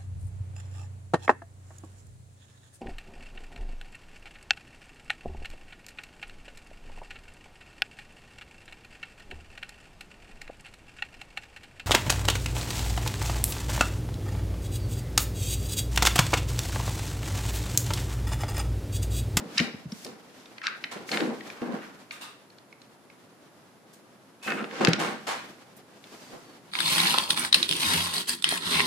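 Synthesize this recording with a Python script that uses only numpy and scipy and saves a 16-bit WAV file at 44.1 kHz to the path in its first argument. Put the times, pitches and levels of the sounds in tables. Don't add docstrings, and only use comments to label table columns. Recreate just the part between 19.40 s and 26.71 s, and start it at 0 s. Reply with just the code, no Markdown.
import sys
import numpy as np
from scipy import signal
from scipy.fft import rfft, irfft, next_fast_len
from scipy.io import wavfile

SR = 44100
rng = np.random.default_rng(int(sys.argv[2]) if len(sys.argv) > 2 else 0)


def dump_mix(stems):
    frames = np.atleast_2d(stems).T
    limited = np.clip(frames, -1, 1)
    pcm = np.round(limited * 32767).astype(np.int16)
    wavfile.write(sys.argv[1], SR, pcm)


N = 322371

# frequency in Hz, level in dB, undamped time to fall 60 dB in seconds.
TABLE_MODES = [(127, -11, .17), (166, 0, .17), (205, -8, .07), (262, -4, .05), (320, -5, .05),
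               (385, -7, .06), (463, -9, .13), (780, -17, .07)]
# frequency in Hz, spectral level in dB.
PLASTIC_SPECTRUM = [(40, -36), (800, -12), (1250, 4), (2400, 3), (3400, -2), (5200, -2.5), (7000, -11.5),
                    (15000, -33.5)]
# frequency in Hz, spectral level in dB.
SCUFF_SPECTRUM = [(60, -18.5), (170, -1), (800, 6), (1400, 2), (4200, -6.5), (9000, -16.5), (14000, -29.5)]
RIPPLE_DB, SCUFF_RISE_S = 2.5, .003


def plastic_shell(drive, main_hz, peak_db, dull_db, width_octaves=.2):
    def db_at(hz):
        octaves = np.log2((hz + 1) / main_hz)
        peak = peak_db / (1 + (octaves / width_octaves) ** 2)
        beyond = np.maximum(octaves - 1, 0) + np.maximum(-octaves - .5, 0) / 2
        return read(PLASTIC_SPECTRUM, hz) + ripple(hz) + peak - dull_db * beyond
    return colour(drive, db_at)


def clacks(ring_s=0.0023, span_s=0.00034):
    # start in seconds, level in dB, main resonance in Hz, left over right in dB.
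    blows = [(.1928, -19.5, 2350, 25), (.2002, -12.5, 3670, 1), (1.269, -10.5, 2490, 3.5),
             (1.7734, -13, 2110, 3.5), (1.8064, -16, 2120, 1), (5.1045, -21, 2450, 1),
             (5.121, -14, 1520, 1), (5.4492, -8.5, 4800, 17.5), (5.4724, -6, 2250, -2),
             (5.5335, -7, 3920, 2)]
    out, t = np.zeros((2, N)), np.arange(900) / SR
    for s, db, hz, lean_db in blows:
        z = rng.standard_normal((3, len(t)))
        chatter = 0.089 * gain_of(-0.2 * db) * (0.12 * z[2] + z[:2]) * np.exp(-t / ring_s)
        clack = plastic_shell((t == 0) + chatter, hz, peak_db=-.36 * db, dull_db=14)
        packed_rms = np.sqrt(np.sum(clack ** 2) / (2 * span_s * SR))
        add(out, s, gain_of(db) * sides(lean_db) * clack / packed_rms)
    return out


def ticks(swell_s=0.001585):
    # time in seconds, peak level in dB, pitch in Hz.
    touches = [(.521, -28.5, 5500), (.648, -27, 5300), (0.666, -33, 4320), (1.058, -39.5, 3700),
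               (1.182, -29.5, 2180), (1.2174, -26, 1800), (1.28, -19.5, 1260), (1.35, -29.5, 1600),
               (1.691, -23, 2190), (1.716, -17.5, 4270), (2.008, -29.5, 1820), (2.1018, -27, 2380),
               (2.71, -24.5, 2410), (3.102, -46.5, 4230), (3.185, -40, 4230), (3.3274, -35, 2450),
               (3.418, -40.5, 4180), (3.7008, -39.5, 2310), (5.079, -18, 1740), (5.243, -23, 1800),
               (5.3118, -28, 1870), (6.6408, -38, 3500)]
    out, t = np.zeros((2, N)), np.arange(SR // 50) / SR
    for s, db, hz in touches:
        z = rng.standard_normal((3, len(t)))
        scratch = (z[:2] + z[2]) * t * np.exp(-t / swell_s)
        tick = plastic_shell(scratch, hz, peak_db=11, dull_db=14, width_octaves=.15)
        add(out, s - swell_s, gain_of(db) * tick / abs(tick).max())
    return out


def scrapes(slips_per_s=700, grit=0.2):
    # start and length in seconds, level in dB, main resonance in Hz, dulling in dB per octave.
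    drags = [(0.171, 0.045, -30, 2600, 14), (0.1784, 0.007, -18.5, 4800, 20),
             (1.225, 0.074, -36.5, 1460, 3.5), (1.276, 0.1, -48.5, 1350, 18),
             (1.4385, 0.0081, -28.5, 2400, 24), (1.727, 0.027, -31.5, 2200, 20),
             (2.408, .06, -50, 1610, 22), (5.068, 0.052, -33, 1480, 31), (5.164, 0.062, -38, 1330, 19)]
    out = np.zeros((2, N))
    for s, length, db, hz, dull_db in drags:
        count = int(length * SR)
        z = rng.standard_normal((4096, 4))[:count].T
        slips = z[2] * (rng.random(4096)[:count] < slips_per_s / SR)
        drive = (slips + grit * (z[:2] + z[3]) / 2) * signal.windows.tukey(z.shape[1], .4)
        rasp = plastic_shell(drive, hz, peak_db=6, dull_db=dull_db)
        add(out, s, gain_of(db) * rasp / np.sqrt(np.sum(rasp ** 2) / (2 * count)))
    return out


def trigger_squeezes(body_hz=(1190, 2730, 3730), hollow_db=8.5, width_hz=120):
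    # start in seconds, level in dB.
    pulls = [(2.712, -45), (2.809, -41)]

    def db_at(hz):
        hollow = sum(hollow_db / (1 + ((hz - mode) / width_hz) ** 2) for mode in body_hz)
        return read(SCUFF_SPECTRUM, hz) + 5 * np.log2(hz + 1) + ripple(hz) + hollow
    out, t = np.zeros((2, N)), np.arange(SR // 2) / SR
    for s, db in pulls:
        z = rng.standard_normal((3, len(t)))
        rasp = unit_rms(colour(z[:2] + z[2] / 2, db_at)[:, :len(t)])
        add(out, s, gain_of(db) * rasp * envelope(t, SCUFF_RISE_S, hold_s=0.018, fade_s=0.047))
    return out


def wire_stand(start_s=5.015, db=-35, modes_hz=(2530, 2595)):
    out, t = np.zeros((2, N)), np.arange(SR // 2) / SR
    ring = sum(np.sin(2 * np.pi * (hz * t + rng.random((2, 1)))) for hz in modes_hz)
    shaken = unit_rms(ring * (1 + .5 * flutter(len(t), 200)))
    add(out, start_s, gain_of(db) * shaken * envelope(t, rise_s=.07, hold_s=.1, fade_s=.025))
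    return out


def table_thumps(contact_s=0.0018, hand_damping_db_per_s=111, skew_radians=.35):
    # start in seconds, peak level in dB, factor on the modes' pitch.
    blows = [(0.2033, -19, 1.45), (1.81, -22, 1.9), (1.876, -26, 1.39), (2.216, -25, 1.48),
             (2.286, -26, 1.42), (5.4808, -7.5, 1.02)]
    out, t = np.zeros((2, N)), np.arange(SR // 2) / SR
    push = np.sin(np.pi * np.minimum(t / contact_s, 1)) ** 2
    for s, db, pitch in blows:
        ring = np.zeros((2, len(t)))
        for hz, mode_db, t60 in TABLE_MODES:
            decay = gain_of(mode_db - (60 / t60 + hand_damping_db_per_s) * t)
            skew = skew_radians * rng.standard_normal((2, 1))
            ring += decay * np.sin(2 * np.pi * hz * pitch * t + skew)
        ring *= 1 - np.exp(-t * gain_of(db) / 0.00014)
        low_cut = signal.butter(4, 130 * pitch, "high", fs=SR, output="sos")
        thud = signal.sosfilt(low_cut, signal.fftconvolve(ring, push[None], axes=1)[:, :len(t)])
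        add(out, s, gain_of(db) * sides(lean_db=3) * thud / abs(thud).max())
    return out


def arm_bumps(roughness=.55, sag=.7, sag_s=.012):
    # start in seconds, level in dB, final pitch in Hz.
    landings = [(.055, -33, 145), (.153, -33, 165), (.200, -24, 125), (.342, -34, 155), (.455, -31, 115),
                (.522, -33, 155)]
    out, t = np.zeros((2, N)), np.arange(SR // 10) / SR
    for s, db, hz in landings:
        cycles = np.cumsum(hz * (1 + sag * np.exp(-t / sag_s))) / SR
        swell = cycles * np.exp(1 - cycles)
        scrunch = np.sin(2 * np.pi * cycles + roughness * flutter(len(t), 2 * hz))
        scrunch *= 1 + roughness * flutter(len(t), 2 * hz)
        add(out, s, gain_of(db) * (swell * scrunch)[None])
    return signal.sosfilt(signal.butter(4, 85, "high", fs=SR, output="sos"), out)


def mat_slides(judder_db=2, catches_per_s=120, grit_db=-16, ring_db=6, width_hz=14):
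    # start in seconds, level in dB, hold time in seconds.
    shoves = [(0, -39.5, 0.018), (0.221, -40.5, 0.039), (0.654, -38.5, 0.005), (1.553, -38.5, 0.014),
              (1.707, -34, 0.21), (1.797, -28.5, 0.011), (2.216, -33.5, 0.0061), (2.258, -36, 0.086),
              (5.062, -35, 0.15), (5.323, -39, .09), (5.401, -26.5, 0.079), (5.582, -33.5, 0.1)]
    # frequency in Hz, spectral level in dB.
    friction_spectrum = [(40, -65), (90, -40), (150, -4), (210, 6), (560, 4), (2000, -13.5), (5000, -52)]

    def modes_db(hz):
        return sum(ring_db / (1 + ((hz - mode[0]) / width_hz) ** 2) for mode in TABLE_MODES)
    power, t = np.zeros((1, N)), np.arange(SR) / SR
    for s, db, hold_s in shoves:
        shove = gain_of(db) * envelope(t, rise_s=0.002, hold_s=hold_s, fade_s=0.064)
        add(power, s, shove[None] ** 2)
    judder = unit_rms(gain_of(judder_db * flutter(N, 70)))
    rumble = unit_rms(colour(noise(friction_spectrum), modes_db, size=8192)[:, :N])
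    catches = plastic_shell(impulses(catches_per_s), main_hz=1350, peak_db=6, dull_db=7)
    grit = gain_of(grit_db) * unit_rms(catches[:, :N])
    return np.sqrt(power) * (judder * rumble + grit)


def scuffs(grain_db=2.0, hold_share=0.41):
    # start in seconds, level in dB, fade time in seconds, brightening in dB per octave.
    rubs = [(0.645, -35.5, 0.0049, 8.5), (1.511, -36.5, 0.024, 2), (1.713, -34.5, 0.07, 3),
            (4.529, -52, 0.021, 10.5), (5.026, -43, 0.11, 4.5), (5.406, -26, 0.026, -2),
            (5.482, -22.5, 0.006, 2.5), (5.59, -28.5, 0.059, 1), (5.867, -29.5, 0.054, 1.5),
            (6.365, -41.5, 0.01, 20.5), (6.929, -44, 0.027, -5)]
    out, t = np.zeros((2, N)), np.arange(SR // 2) / SR
    for s, db, fade_s, tilt_db in rubs:
        def db_at(hz):
            tilt = tilt_db * np.log2(np.maximum(hz, 200) / 1000)
            return read(SCUFF_SPECTRUM, hz) + ripple(hz) / 2 + tilt
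        z = rng.standard_normal((3, len(t)))
        grains = (z[:2] + 0.67 * z[2]) * gain_of(grain_db * flutter(len(t), 603.6))
        brush = unit_rms(colour(grains, db_at)[:, :len(t)])
        add(out, s, gain_of(db) * brush * envelope(t, SCUFF_RISE_S, hold_share * fade_s, fade_s))
    return out


def fur_strokes(grain_db=1.0, snags_per_s=60, snag_db=-7):
    # start and length in seconds, level in dB, brightening in dB per octave.
    strokes = [(0.109, 0.18, -39, 1), (0.447, 0.33, -50, 7), (0.856, 0.28, -59, 3),
               (1.655, 0.079, -43.5, 6), (1.907, 0.76, -51, -9.5), (5.258, 0.27, -40, -3.5),
               (6.458, 0.76, -56, 5)]
    out = np.zeros((2, N))
    grain = gain_of(grain_db * flutter(N, 370))
    hiss = grain * noise([(50, -52), (300, -21.5), (1500, -2.0), (6000, -7.0), (14000, -25.5)])
    snags = colour(impulses(snags_per_s), lambda hz: read(PLASTIC_SPECTRUM, hz))[:, :N]
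    rustle = unit_rms(hiss) + gain_of(snag_db) * unit_rms(snags)
    for s, length, db, tilt_db in strokes:
        part = rustle[:, int(s * SR):][:, :int(length * SR)]
        stroke = colour(part, lambda hz: tilt_db * np.log2(hz / 1000 + .5))[:, :part.shape[1]]
        add(out, s, gain_of(db) * unit_rms(stroke) * np.hanning(part.shape[1]))
    return out


def finger_squeaks(db=-62.5, fall_hz=220, jitter_hz=60):
    # start and length in seconds, starting pitch in Hz.
    rubs = [(6.67, .1, 4730), (6.79, .17, 4830), (7.04, .12, 4580)]
    out = np.zeros((2, N))
    for s, length, hz in rubs:
        count = int(length * SR)
        pitch = hz - fall_hz * np.arange(count) / count + jitter_hz * flutter(count, 900)
        tone = np.sin(2 * np.pi * np.cumsum(pitch) / SR)
        add(out, s, gain_of(db) * signal.windows.tukey(count, .5) * tone[None])
    return out


def sleeves(fold_db=3.0):
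    # time in seconds, level in dB.
    movement = [(0, -47.5), (1, -56), (2.1, -47), (3.101, -60), (4.9, -62.5), (6, -47), (6.35, -57.5),
                (6.9, -50.5), (7.3, -55.5)]
    db = np.interp(np.arange(N) / SR, *np.transpose(movement)) + fold_db * flutter(N, 40)
    return gain_of(db) * noise([(60, -22.0), (220, 3.0), (800, -4.0), (5000, -14.5), (14000, -27.5)])


def room_echo(x, first_s=0.0014, early_db=3, early_s=0.0018):
    # frequency in Hz, time to fall 60 dB in seconds, level in dB.
    bands = [(100, 1, -16.5), (500, 0.086, 3.5), (1590, 0.43, 1), (5500, 0.47, -8.5), (13900, 0.1, -5)]
    reflections = rng.standard_normal((2, SR)) * (rng.random((2, SR)) < .1)
    hz, t, spectra = signal.stft(reflections, SR, nperseg=256)
    t60, db = (read(np.array(bands)[:, [0, k]], hz)[:, None] for k in (1, 2))
    decay = gain_of(db - 60 * t / t60 + early_db * np.exp(-t / early_s))
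    tail = signal.istft(spectra * decay, SR, nperseg=256)[1]
    tail *= np.arange(tail.shape[1]) / SR > first_s
    return signal.fftconvolve(x, tail / np.linalg.norm(tail[0]), axes=1)[:, :N]


def room_tone(air_db=-57, whine_db=-76, whine_hz=11025):
    # frequency in Hz, spectral level in dB.
    air_spectrum = [(20, -57.5), (86, -18), (107, -5.5), (250, -3), (1570, -14.5), (2490, -23),
                    (10600, -29.5), (15500, -37)]
    whine = np.sin(2 * np.pi * whine_hz * np.arange(N) / SR)
    return gain_of(air_db) * noise(air_spectrum) + gain_of(whine_db) * whine


def noise(spectrum):
    # frequency in Hz, correlation of left and right.
    likeness = [(250, 0.76), (600, 0.74), (1500, 0.19), (12000, 0.011)]
    size = next_fast_len(N)
    hz = np.fft.rfftfreq(size, 1 / SR)
    left, other = rfft(rng.standard_normal((2, size)))
    same = read(likeness, hz)
    right = same * left + np.sqrt(1 - same ** 2) * other
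    return unit_rms(irfft(np.array([left, right]) * gain_of(read(spectrum, hz)), size)[:, :N])


def impulses(per_s):
    return rng.standard_normal((2, N)) * (rng.random(N) < per_s / SR)


def flutter(count, per_s):
    return np.interp(np.arange(count) * per_s / SR, np.arange(4096), rng.standard_normal(4096))


def ripple(hz, spacing_hz=130):
    return RIPPLE_DB * np.interp(hz / spacing_hz, np.arange(512), rng.standard_normal(512))


def colour(x, db_at, size=2048):
    log_gain = np.log(gain_of(db_at(abs(np.fft.fftfreq(size, 1 / SR)))))
    taps = np.fft.ifft(np.exp(np.conj(signal.hilbert(log_gain)))).real[:size // 2]
    return signal.oaconvolve(x, taps[None], axes=1)


def envelope(t, rise_s, hold_s, fade_s):
    return (1 - np.exp(-t / rise_s)) * np.exp(-np.maximum(t - hold_s, 0) / fade_s)


def gain_of(db):
    return 10 ** (np.asarray(db) / 20)


def unit_rms(x):
    return x / np.sqrt(np.mean(x ** 2) + 1e-20)


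def read(points, hz):
    f, value = np.transpose(points)
    return np.interp(np.log(hz + 1), np.log(f + 1), value)


def sides(lean_db):
    return gain_of(np.array([[lean_db], [-lean_db]]) / 2)


def add(mix, s, sound):
    part = mix[:, max(round(s * SR), 0):][:, :sound.shape[1]]
    part += sound[:, :part.shape[1]]


def scene(plastic_wet_db=-12, table_wet_db=-14, brush_wet_db=-6):
    plastic = clacks() + ticks() + scrapes() + wire_stand()
    table = table_thumps() + arm_bumps() + mat_slides()
    brushes = scuffs() + trigger_squeezes() + fur_strokes() + finger_squeaks()
    echo = room_echo(gain_of(plastic_wet_db) * plastic + gain_of(table_wet_db) * table
                     + gain_of(brush_wet_db) * brushes)
    return plastic + table + brushes + echo + sleeves() + room_tone()


def record(dry):
    low_pass = signal.firwin(301, 15200, window=("kaiser", 8), fs=SR)
    return signal.oaconvolve(np.clip(dry, -1, 1), low_pass[None], "same")


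dry = scene()
out = record(dry)
dump_mix(out)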